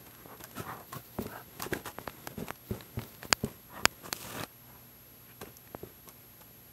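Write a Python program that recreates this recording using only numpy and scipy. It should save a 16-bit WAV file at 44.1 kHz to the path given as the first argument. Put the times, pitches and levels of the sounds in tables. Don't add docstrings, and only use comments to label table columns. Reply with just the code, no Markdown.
import sys
import numpy as np
from scipy import signal
from scipy.fft import rfft, irfft, next_fast_len
from scipy.io import wavfile
from scipy.ndimage import map_coordinates

SR = 44100
rng = np.random.default_rng(int(sys.argv[2]) if len(sys.argv) > 2 else 0)


def materialize(psi):
    bounded = np.clip(np.atleast_2d(psi).T, -1, 1)
    quanta = np.round(bounded * 32767).astype(np.int16)
    wavfile.write(sys.argv[1], SR, quanta)


N = 296352

# f/Hz, level/dB
ROOM_SPECTRUM = [(20, -12), (35, -9), (58, -2), (90, 0), (150, -2), (260, -4), (500, -7.5), (1000, -11),
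                 (2000, -13.5), (5000, -17), (10000, -17.5), (15500, -17.5)]
# f/Hz, level/dB
HUM_PARTIALS = [(59.5, -71), (120, -65.5), (239.6, -70.5)]
# f/Hz, level/dB
MOTOR_SPECTRUM = [(2500, -14), (4200, -5), (4600, -6.5), (5050, -11), (9500, -14), (13000, -4), (15500, -1)]
# start/s, end/s, level/dB
FOCUS_RUNS = [(0.616, 1.445, -55), (2.596, 2.764, -54.5), (2.98, 3.505, -58)]
# f/Hz, level/dB
RUMBLE_SPECTRUM = [(25, -23), (55, -9), (115, 3), (230, -0.5), (400, -2), (540, -6.5), (800, -15),
                   (2000, -73)]
# f/Hz, level/dB
RUB_SPECTRUM = [(150, -25), (450, -2), (750, 0.5), (1150, 2), (1800, -1.5), (2700, -6), (4000, -11.5),
                (9000, -57)]
# f/Hz, level/dB
HISS_SPECTRUM = [(1000, -40), (2600, 6), (4500, 1.5), (6000, 3), (8000, 3.5), (10500, 1), (14000, 2.5),
                 (16000, -5)]
# f/Hz, level/dB
GRIT_SPECTRUM = [(150, -31), (600, -5.5), (1400, -4), (2800, -12.5), (4500, -11), (9000, -50)]
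# peak t/s, length/s, level/dB, centre f/Hz
GLIDES = [(0.194, 0.4, -62, 1370), (0.326, .11, -49, 1140), (0.706, .13, -39, 1160), (0.787, .14, -48, 874),
          (1.357, .16, -44.5, 1010), (3.776, .15, -45, 1240), (4.719, 0.19, -59, 1070),
          (5.299, 0.092, -59, 1800)]
# peak t/s, length/s, level/dB, weight on the body/dB
REGRIPS = [(0.068, .045, -58.5, 9.5), (0.406, .04, -52, 6.5), (0.442, 0.038, -48.5, -2),
           (0.579, .1, -44, 5), (0.93, 0.039, -46.5, 3.5), (0.963, 0.068, -50, 6.5), (1.6, .022, -42, 4.5),
           (1.634, 0.068, -40.5, 1), (1.734, .13, -47, 10.5), (1.867, .07, -40.5, -1), (2.08, .12, -58, 6),
           (2.31, .025, -55, 16), (2.392, 0.092, -52, 13), (2.47, 0.095, -54, 4), (3.235, 0.076, -50.5, -2),
           (4.052, .085, -47.5, 1), (4.249, 0.034, -49.5, 5.5), (5.418, 0.041, -47, 5),
           (5.462, 0.1, -60.5, 10), (6.082, 0.06, -55, 2), (6.413, 0.034, -56.5, -2)]
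# t/s, level/dB, treble over mid/dB
TICKS = [(0.439, -45.5, 15), (0.929, -41, 7.5), (1.2666, -36.5, -5), (1.5995, -39.5, -19),
         (1.6226, -37.5, 10.5), (1.7348, -25, -4), (1.857, -36, -11), (2.0745, -33.5, -9), (2.097, -38, -7),
         (2.2728, -30, -3), (2.4837, -32, -7), (2.5056, -52, 13.5), (2.8073, -37.5, -13),
         (2.9912, -34, -20), (3.0166, -37.5, -5.5), (3.037, -41.5, -2), (3.2301, -34.5, -13),
         (3.4456, -40.5, 6), (4.128, -30.5, 6), (4.397, -34, -11), (4.4353, -27.5, -7.5),
         (5.4147, -39.5, 2), (5.456, -43, -20), (5.5693, -60.5, 24), (5.6749, -46.5, -16), (6.088, -55, 16)]
# t/s, level/dB, f/Hz, t60/s
SQUEAKS = [(.929, -34, 1058, 0.087), (0.959, -38, 1110, 0.057), (1.6236, -26, 1090, 0.022),
           (1.733, -29.5, 1620, 0.049), (6.074, -48.5, 1095, 0.069)]
# f/Hz, level/dB
BODY_MODES = [(122, 0), (215, -1), (385, 1.5), (550, -8)]
# t/s, level/dB, centre f/Hz
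BUMPS = [(1.187, -21.5, 230), (1.213, -29, 210), (1.257, -30, 256), (1.664, -29.5, 380),
         (1.7255, -21.5, 377), (2.274, -31.5, 470), (2.379, -29.5, 210), (2.424, -30, 224),
         (2.709, -23, 157), (2.973, -25.5, 139), (3.018, -40, 110), (3.4376, -21.5, 215),
         (4.1284, -33, 560), (5.43, -34.5, 346), (5.8327, -30.5, 348)]
# t/s, level/dB, contact time/s
TAPS = [(0.2586, -30.5, 0.00038), (1.187, -15, 0.00033), (1.9861, -18, 0.00019), (2.0773, -15, 0.00019),
        (2.2739, -18.5, 0.00027), (2.506, -14, 0.00014), (3.253, -26.5, 0.00042), (4.086, -30.5, 0.0005),
        (5.7485, -19.5, 0.00029)]
# f/Hz, level/dB, t60/s
SHELL_MODES = [(875, -36, 0.027), (1485, -8.5, 0.0054), (2200, -3.5, 0.0028), (2810, -9, 0.003),
               (4350, 0.5, 0.0024), (6150, -4.5, 0.0036), (8150, -8.5, 0.0027), (11900, -20, 0.0016)]
# t/s, level/dB, pitch factor, treble/dB
SNAPS = [(3.3274, 1.5, 1.103, 1), (3.8549, 3.5, 1.123, -1.5), (4.1284, -16.5, 1.02, 3)]

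GRIP_RIPPLE_DB = 3.5
TURNING_END_S = 4.45


def amp(db):
    return 10 ** (np.asarray(db) / 20)


def unit(x):
    return x / np.sqrt(np.mean(x ** 2) + 1e-20)


def clock(size):
    return np.arange(size) / SR


def add(track, start_s, sound):
    i = max(0, round(start_s * SR))
    track[i:i + len(sound)] += sound[:max(0, len(track) - i)]


def wobble(rate_hz, size):
    knots = rng.standard_normal(int(size * rate_hz / SR) + 4)
    return map_coordinates(knots, [clock(size) * rate_hz])


def coloured(x, spectrum, shift=1, ripple_db=0):
    hz, db = np.transpose(spectrum)
    fft_size = next_fast_len(len(x))
    octave = np.log2(np.fft.rfftfreq(fft_size, 1 / SR) + 1)
    level_db = np.interp(octave, np.log2(hz * shift), db)
    ripple = np.interp(octave, np.linspace(0, 15, 120), rng.standard_normal(120))
    shaped = rfft(x, fft_size) * amp(level_db + ripple_db * ripple)
    return unit(irfft(shaped, fft_size)[:len(x)])


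def friction(spectrum, grain_db, size, shift=1, ripple_db=0):
    slips = rng.standard_normal(size) * amp(grain_db * wobble(1500, size))
    return coloured(slips, spectrum, shift, ripple_db)


def ring(hz, t60_s, t):
    return np.sin(2 * np.pi * hz * t) * amp(-60 * t / t60_s)


def room_tone(level_db=-58):
    return amp(level_db) * coloured(rng.standard_normal(N), ROOM_SPECTRUM)


def mains_hum(flutter_db=1.6, drift_rad=0.64):
    out, t = np.zeros(N), clock(N)
    for hz, db in HUM_PARTIALS:
        peak = np.sqrt(2) * amp(db + flutter_db * wobble(4.48, N))
        out += peak * np.sin(2 * np.pi * hz * t + drift_rad * wobble(2.5, N))
    return out


def whine(level_db=-55, tone_hz=11653.6, square_hz=25.9, jitter_rad=0.13):
    t = clock(N)
    tone = np.sin(2 * np.pi * tone_hz * t)
    flip_phase = 2 * np.pi * square_hz * t + jitter_rad * wobble(50, N)
    polarity = np.tanh(12 * np.sin(flip_phase))
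    return amp(level_db) * tone * polarity


def focus_motor(ramp_s=0.056, unsteady_db=6.5):
    t = clock(N)
    drive = sum(amp(db) * np.clip(np.minimum(t - start_s, end_s - t) / ramp_s, 0, 1)
                for start_s, end_s, db in FOCUS_RUNS)
    flutter = amp(unsteady_db * wobble(35.04, N))
    return drive * flutter * friction(MOTOR_SPECTRUM, grain_db=3.5, size=N)


def sliding(level_db, weight_db, hiss_db, size, centre_hz=1170, narrowness=1.2):
    rub_centre_hz, widening_db, judder_db = 1240, 24, 1.6
    rumble = amp(weight_db) * friction(RUMBLE_SPECTRUM, grain_db=6, size=size)
    hollow = np.array(RUB_SPECTRUM) * [1, narrowness * np.exp(-weight_db / widening_db)]
    rub = friction(hollow, grain_db=2, size=size, shift=centre_hz / rub_centre_hz,
                   ripple_db=GRIP_RIPPLE_DB)
    hiss = amp(hiss_db) * friction(HISS_SPECTRUM, grain_db=3, size=size)
    judder = unit(amp(judder_db * wobble(130, size)))
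    return amp(level_db) * judder * (rumble + rub + hiss)


def stroke(peak_s, length_s, db, rise_share, weight_db, hiss_db, centre_hz, narrowness):
    out, rise_s = np.zeros(N), length_s * rise_share
    start_s = max(0, peak_s - 2 * rise_s)
    t = clock(24576) + start_s - peak_s
    width_s = np.where(t < 0, rise_s, length_s - rise_s)
    swell = np.exp(-2 * (t / width_s) ** 2)
    add(out, start_s, swell * sliding(db, weight_db, hiss_db, len(t), centre_hz, narrowness))
    return out


def fidget(level_db=-66, restless_db=4, settle_db=-9):
    calm_db = settle_db * (clock(N) > TURNING_END_S)
    wander_db = restless_db * wobble(9, N)
    return sliding(level_db + calm_db + wander_db, weight_db=6, hiss_db=0, size=N)


def glides():
    return sum(stroke(peak_s, length_s, db, rise_share=0.53, weight_db=-7.5, hiss_db=-19.5,
                      centre_hz=hz, narrowness=1.43)
               for peak_s, length_s, db, hz in GLIDES)


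def regrips(lighten_db=2.5):
    return sum(stroke(peak_s, length_s, db, rise_share=0.28, weight_db=weight_db - lighten_db,
                      hiss_db=-3, centre_hz=1200, narrowness=1.5)
               for peak_s, length_s, db, weight_db in REGRIPS)


def smears(lag_s=0.02, length_s=0.14, below_db=31.5):
    return sum(stroke(at_s + lag_s, length_s, db - below_db, rise_share=0.33, weight_db=8,
                      hiss_db=-4.5, centre_hz=950, narrowness=1.36)
               for at_s, db, _ in BUMPS)


def palm_drag(start_s=4.1, firmest_s=4.395, end_s=4.47, land_s=0.057, lift_s=0.032):
    firmest_db, hiss_db, press_db_per_s, ease_db_per_s = -41, -48, 80, 90
    t = clock(N)
    contact = np.clip(np.minimum((t - start_s) / land_s, (end_s - t) / lift_s), 0, 1)
    offset_s = np.clip(t, start_s, end_s) - firmest_s
    level_db = firmest_db + np.minimum(press_db_per_s * offset_s, -ease_db_per_s * offset_s)
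    return contact * sliding(level_db, weight_db=1, hiss_db=hiss_db - level_db, size=N,
                             centre_hz=1200, narrowness=1.3)


def ticks(t60_s=0.015, stray_count=22, stray_db=-50):
    out, t = np.zeros(N), clock(2048)
    strays = [(at_s, stray_db + rng.normal(), 0) for at_s in TURNING_END_S * rng.random(stray_count)]
    for at_s, db, treble_db in list(TICKS) + strays:
        shift = np.interp(treble_db, [6, 13], [1, 2.15])
        grit = amp(db) * friction(GRIT_SPECTRUM, grain_db=2.5, size=len(t), ripple_db=GRIP_RIPPLE_DB)
        fizz = amp(db + treble_db) * friction(HISS_SPECTRUM, grain_db=-2.5, size=len(t), shift=shift)
        add(out, at_s, (grit + fizz) * amp(-60 * t / t60_s))
    return out


def squeaks(flutter_db=1.6):
    out, t = np.zeros(N), clock(4096)
    for at_s, db, hz, t60_s in SQUEAKS:
        add(out, at_s, amp(db + flutter_db * wobble(210, len(t))) * ring(hz, t60_s, t))
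    return out


def bumps(rolloff_db_per_oct=8, detune=0.054, decay_cycles=13.5, rattle_db=-20):
    attack_s, punch, punch_s = 0.001, 0.8, 0.006
    press_lead_s, press_db, press_hz = 0.025, -40, 189
    out, t = np.zeros(N), clock(8192)
    push = (1 - np.exp(-t / attack_s)) * (1 + punch * np.exp(-t / punch_s))
    presses = [(at_s - press_lead_s, db + press_db, press_hz) for at_s, db, _, _ in SNAPS]
    for at_s, db, centre_hz in list(BUMPS) + presses:
        t60_s = decay_cycles / centre_hz
        thud = np.zeros(len(t))
        for hz, mode_db in BODY_MODES:
            octaves_off = abs(np.log2(hz / centre_hz))
            gripped_hz = hz * np.exp(detune * rng.normal())
            thud += amp(mode_db - rolloff_db_per_oct * octaves_off) * ring(gripped_hz, t60_s, t)
        rattle = amp(rattle_db - 60 * t / t60_s) * friction(RUMBLE_SPECTRUM, grain_db=25, size=len(t))
        add(out, at_s, amp(db) * (thud + rattle) * push)
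    return out


def taps(bluntness=1.52, rebound=0.64, lag_contacts=1.38, width_contacts=2.57):
    out, lead_s = np.zeros(N), 256 / SR
    t = clock(1024) - lead_s
    for at_s, db, contact_s in TAPS:
        contacts = t / contact_s
        push = np.exp(-abs(contacts) ** bluntness)
        spring_back = rebound * np.exp(-((contacts - lag_contacts) / width_contacts) ** 2)
        add(out, at_s - lead_s, amp(db) * (push - spring_back))
    return out


def snaps(buzz_db=-38, buzz_t60_s=0.029, treble_hz=4000, low_cut_hz=260):
    out, t = np.zeros(N), clock(2048)
    for at_s, db, pitch, treble_db in SNAPS:
        modes = sum(amp(mode_db + treble_db * (hz > treble_hz)) * ring(hz * pitch, t60_s, t)
                    for hz, mode_db, t60_s in SHELL_MODES)
        grit = coloured(rng.standard_normal(len(t)), GRIT_SPECTRUM)
        buzz = amp(buzz_db - 60 * t / buzz_t60_s) * grit
        add(out, at_s, amp(db) * (modes + buzz))
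    return signal.sosfilt(signal.butter(1, low_cut_hz, "highpass", fs=SR, output="sos"), out)


def scene():
    knocks = snaps() + taps() + bumps() + squeaks() + ticks()
    rubbing = glides() + regrips() + smears() + palm_drag() + fidget()
    background = focus_motor() + room_tone() + mains_hum() + whine()
    mono = knocks + rubbing + background
    return np.array([mono, mono])


def record(dry):
    low_cut_hz, top_hz = 48, 15700
    clipped = np.clip(dry, -1, 1)
    thinned = signal.sosfilt(signal.butter(3, low_cut_hz, "highpass", fs=SR, output="sos"), clipped)
    passband = np.fft.rfftfreq(N, 1 / SR) < top_hz
    return irfft(rfft(thinned) * passband, N)


dry = scene()
out = record(dry)
materialize(out)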